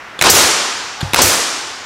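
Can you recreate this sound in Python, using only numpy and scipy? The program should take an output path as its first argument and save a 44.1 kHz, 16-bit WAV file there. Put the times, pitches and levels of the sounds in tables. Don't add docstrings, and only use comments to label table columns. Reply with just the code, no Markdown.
import sys
import numpy as np
from scipy import signal
from scipy.fft import rfft, irfft
from scipy.io import wavfile

SR = 44100
rng = np.random.default_rng(int(sys.argv[2]) if len(sys.argv) > 2 else 0)


def bounce(signal):
    frames = np.transpose(np.atleast_2d(signal))
    limited = np.clip(frames, -1, 1)
    pcm = np.round(limited * 32767).astype(np.int16)
    wavfile.write(sys.argv[1], SR, pcm)


def voltage_ratio(decibels):
    exponent = np.asarray(decibels, float) / 20
    return 10 ** exponent


N = 81585
HALF_S = SR // 2

# f/Hz, density/dB
FLOOR_SPECTRUM = [(30, -15), (90, -13), (160, -16), (1500, -6.5), (3000, -15.5), (6000, -29.5),
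                  (16000, -47)]
# f/Hz, t60/s
ROOM_T60 = [(100, 0.65), (300, 1.26), (600, 1.146), (1100, 1.96), (5500, 1.59), (8500, 1.036),
            (12000, 0.49), (15500, 0.37)]
# f/Hz, density/dB
ROOM_COLOUR = [(60, 5.5), (150, -5), (400, 5), (1000, 0.5), (2000, -2), (5000, -2), (9000, -9),
               (15000, -29)]
# f/Hz, density/dB
EARLIER_COLOUR = [(60, -8), (300, 4.5), (1000, -3), (2300, 1), (3200, -32), (6000, -2), (15000, -14)]
# t/s, level/dB, t60/s
CLICKS = [
    (.1902, -13, .016),
    (.1992, -29, .012),
    (.2016, -25, .012),
    (1.0062, -21, .03),
    (1.0118, -12, .014),
    (1.1225, -28, .012),
    (1.128, -26, .012),
]
# f/Hz, level/dB, t60/s
METAL_MODES = [(1800, -4, .007), (3600, 1, .009), (4200, -1, .007), (7100, -7, .005), (9600, -10, .004),
               (11500, -13, .003)]
# t/s, level/dB, attack/s, damping t60/s
THUMPS = [
    (0.212, -22, 0.0037, 0.24),
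    (0.298, -9, 0.016, 0.67),
    (1.0285, -18, 0.0017, 0.6),
    (1.134, -23, 0.0017, 0.11),
    (1.216, -7.5, 0.037, 0.38),
]
# f/Hz, level/dB, t60/s
WALL_MODES = [(64, -7, 0.63), (96.4, -1, 0.75), (141, 12.5, 0.05), (249, -9, 0.062)]
# t/s, level/dB
BURSTS = [
    (.2985, 5),
    (1.2165, -3),
]
BURST_ROOM_DB = [-4.5, -8]
# f/Hz, density/dB
JET_SPECTRUM = [(300, -34), (2000, -7), (5000, 4), (7500, 7.5), (11000, 0), (16000, -1)]
# f/Hz, density/dB
JET_ROOM_COLOUR = [(300, -6), (2000, -10.5), (4000, -3.5), (6200, 5.5), (9000, 3), (15000, 3)]
# delay/s, level/dB
ECHOES = [(.031, -1), (0.044, -2), (.054, 3.5), (0.069, -9), (.078, -24)]
# t/s, level/dB, room level/dB
SHOTS = [
    (0.2126, -6, -2),
    (1.134, -9.5, -6.5),
]
# delay/s, level/dB, t60/s, low-pass f/Hz
BLOWS = [
    (0, 2, .018, 3500),
    (.0100, 3, .022, 6000),
    (.0265, -4, .02, 6000),
]
# f/Hz, level/dB, t60/s
BODY_MODES = [(270, -24, .02), (950, -15, .02), (1550, -3, .008), (2600, -1, .005), (4000, 0, .005),
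              (6500, -5, .004)]

FLOOR_DB = -34.5
ROOM_DELAY_S, ROOM_BUILD_S, ROOM_EARLY_DB = 0.025, 0.022, -13
EARLIER_AGE_S, EARLIER_DB = 1.366, 13
SLIDE_S, SLIDE_LENGTH_S, SLIDE_DB, SLIDE_HZ, SLIDE_WIDTH_HZ = 0.95, 0.19, -31.5, 826, 120
SCRATCH_DB, METAL_DB = -10, -10
CLICK_TAIL_DB, CLICK_TAIL_T60_S = -18, 0.71
PANEL_RATTLE_DB = -9.5
JET_ATTACK_S, JET_T60_S, JET_BUILD_S = 0.0013, 0.13, 0.033
WHISTLE_HZ, WHISTLE_WIDTH_HZ, WHISTLE_DB = 6090, 320, -7.5
ECHO_T60_S, ECHO_HZ, ECHO_WIDTH_HZ, ECHO_RING_DB = 0.042, 950, 150, 13.5
BODY_DB, CRACK_DB, CRACK_LOW_HZ = -13.5, 10.5, 500
MODE_LUCK_DB = 2.5
MIC_LOW_HZ, MIC_HIGH_HZ = 51, 16600
LIMIT_DB, RELEASE_DB_PER_S, SQUEEZE = -7.5, 194, 0.9
SENSE_S, ATTACK_S = 0.006, 0.004


def at_hz(points, hz):
    table = np.array(points)
    return np.interp(np.log(hz), np.log(table[:, 0]), table[:, 1])


def rms_one(x):
    return x / np.sqrt(np.mean(x ** 2) + 1e-20)


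def coloured(spectrum, size):
    hz = np.maximum(np.fft.rfftfreq(size, 1 / SR), 10)
    gain = voltage_ratio(at_hz(spectrum, hz)) * (hz > 20)
    return rms_one(irfft(rfft(rng.standard_normal(size)) * gain, size))


def band_pass(x, order, low_hz, high_hz):
    return signal.sosfilt(signal.butter(order, [low_hz, high_hz], "band", fs=SR, output="sos"), x)


def band_noise(hz, width_hz, size):
    b, a = signal.iirpeak(hz, hz / width_hz, fs=SR)
    return rms_one(signal.lfilter(b, a, rng.standard_normal(size)))


def fade(t60_s, attack_s=0.0001):
    t = np.arange(HALF_S) / SR
    return (1 - np.exp(-t / attack_s)) * voltage_ratio(-60 * t / t60_s)


def rings(strike, modes):
    out = 0
    lucks_db = rng.normal(0, MODE_LUCK_DB, len(modes))
    for (hz, db, t60_s), luck_db in zip(modes, lucks_db):
        r = voltage_ratio(-60 / (t60_s * SR))
        w = 2 * np.pi * hz / SR
        b = [0, voltage_ratio(db + luck_db) * np.sin(w)]
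        a = [1, -2 * r * np.cos(w), r * r]
        out = out + signal.lfilter(b, a, strike + 1e-18)
    return out


def smooth(x, time_s):
    r = np.exp(-1 / (time_s * SR))
    return signal.lfilter([1 - r], [1, -r], x)


def add(track, s, sound):
    i = int(s * SR)
    track[i:i + len(sound)] += sound[:len(track) - i]


def room(colour, age_s, delay_s, build_s):
    t = age_s + np.arange(N) / SR
    white = rng.standard_normal((2, N))
    edges_hz = np.geomspace(45, 16500, 31)
    tail, power = 0, 0
    for k, (low, high) in enumerate(zip(edges_hz, edges_hz[1:])):
        hz = np.sqrt(low * high)
        band = voltage_ratio(at_hz(colour, hz)) * band_pass(white[k % 2], 2, low, high)
        tail = tail + band * voltage_ratio(-60 * t / at_hz(ROOM_T60, hz))
        power = power + np.mean(band ** 2)
    early = voltage_ratio(ROOM_EARLY_DB) * (1 - np.exp(-t / 0.0013))
    late = 1 - np.exp(-np.maximum(t - delay_s, 0) / build_s)
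    return tail / np.sqrt(power) * np.maximum(early, late)


def still_air():
    return voltage_ratio(FLOOR_DB) * coloured(FLOOR_SPECTRUM, N)


def earlier_shot():
    return voltage_ratio(EARLIER_DB) * room(EARLIER_COLOUR, EARLIER_AGE_S, 0, ROOM_BUILD_S)


def slide():
    out = np.zeros(N)
    size = int(SLIDE_LENGTH_S * SR)
    scrape = band_noise(SLIDE_HZ, SLIDE_WIDTH_HZ, SR)[:size]
    add(out, SLIDE_S, voltage_ratio(SLIDE_DB) * np.hanning(size) ** 0.5 * scrape)
    return out


def clicks():
    out = np.zeros(N)
    for s, db, t60_s in CLICKS:
        scratch = rng.standard_normal(HALF_S) * fade(t60_s, 0.0016)
        metal = voltage_ratio(METAL_DB) * rings(scratch, METAL_MODES)
        wash = voltage_ratio(CLICK_TAIL_DB) * coloured(ROOM_COLOUR, HALF_S) * fade(CLICK_TAIL_T60_S, 0.0089)
        add(out, s, voltage_ratio(db) * (voltage_ratio(SCRATCH_DB) * scratch + metal + wash))
    return out


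def wall():
    out = np.zeros(N)
    for s, db, attack_s, t60_s in THUMPS:
        push = voltage_ratio(PANEL_RATTLE_DB) * rng.standard_normal(HALF_S) * fade(0.7) / 60
        push[0] += 1
        boom = rings(push, WALL_MODES) * fade(t60_s, attack_s)
        add(out, s, voltage_ratio(db) * boom * np.hanning(SR)[HALF_S:])
    return out


def exhaust():
    out = np.zeros(N)
    for (s, db), room_db in zip(BURSTS, BURST_ROOM_DB):
        whistle = band_noise(WHISTLE_HZ, WHISTLE_WIDTH_HZ, HALF_S)
        jet = coloured(JET_SPECTRUM, HALF_S) + voltage_ratio(WHISTLE_DB) * whistle
        add(out, s, voltage_ratio(db) * jet * fade(JET_T60_S, JET_ATTACK_S))
        add(out, s, voltage_ratio(room_db) * room(JET_ROOM_COLOUR, 0, 0, JET_BUILD_S))
    return out


def echoes():
    out = np.zeros(N)
    for s, db, _ in SHOTS:
        for delay_s, echo_db in ECHOES:
            ring = voltage_ratio(ECHO_RING_DB) * band_noise(ECHO_HZ, ECHO_WIDTH_HZ, HALF_S) / 4
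            noise = coloured(ROOM_COLOUR, HALF_S) + ring
            add(out, s + delay_s, voltage_ratio(db + echo_db) * noise * fade(ECHO_T60_S, 0.00086))
    return out


def driver():
    out = np.zeros(N)
    for s, db, room_db in SHOTS:
        add(out, s, voltage_ratio(room_db) * room(ROOM_COLOUR, 0, ROOM_DELAY_S, ROOM_BUILD_S))
        for delay_s, part_db, t60_s, high_hz in BLOWS:
            crack = band_pass(rng.standard_normal(HALF_S), 1, CRACK_LOW_HZ, high_hz) * fade(t60_s)
            body = rings(crack, BODY_MODES)
            add(out, s + delay_s, voltage_ratio(db + part_db) * (voltage_ratio(CRACK_DB) * crack + voltage_ratio(BODY_DB) * body))
    return out


def scene():
    background = still_air() + earlier_shot()
    mono = background + slide() + clicks() + wall() + exhaust() + echoes() + driver()
    return np.array([mono, mono])


def band_limit(x):
    return signal.sosfilt(signal.butter(12, 16330, fs=SR, output="sos"), x)


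def record(dry):
    dry = signal.sosfilt(signal.butter(2, MIC_LOW_HZ, "high", fs=SR, output="sos"), dry)
    level_db = 10 * np.log10(smooth(dry[0] ** 2, SENSE_S) + 1e-12)
    ramp_db = RELEASE_DB_PER_S * np.arange(N) / SR
    held_db = np.maximum.accumulate(level_db + ramp_db) - ramp_db
    over_db = np.maximum(held_db - LIMIT_DB, 0)
    limited = dry * voltage_ratio(-SQUEEZE * smooth(over_db, ATTACK_S))
    clipped = np.clip(limited, -0.9, 0.9)
    mix = signal.sosfilt(signal.cheby2(12, 60, MIC_HIGH_HZ, fs=SR, output="sos"), clipped)
    return band_limit(mix)


dry = scene()
out = record(dry)
bounce(out)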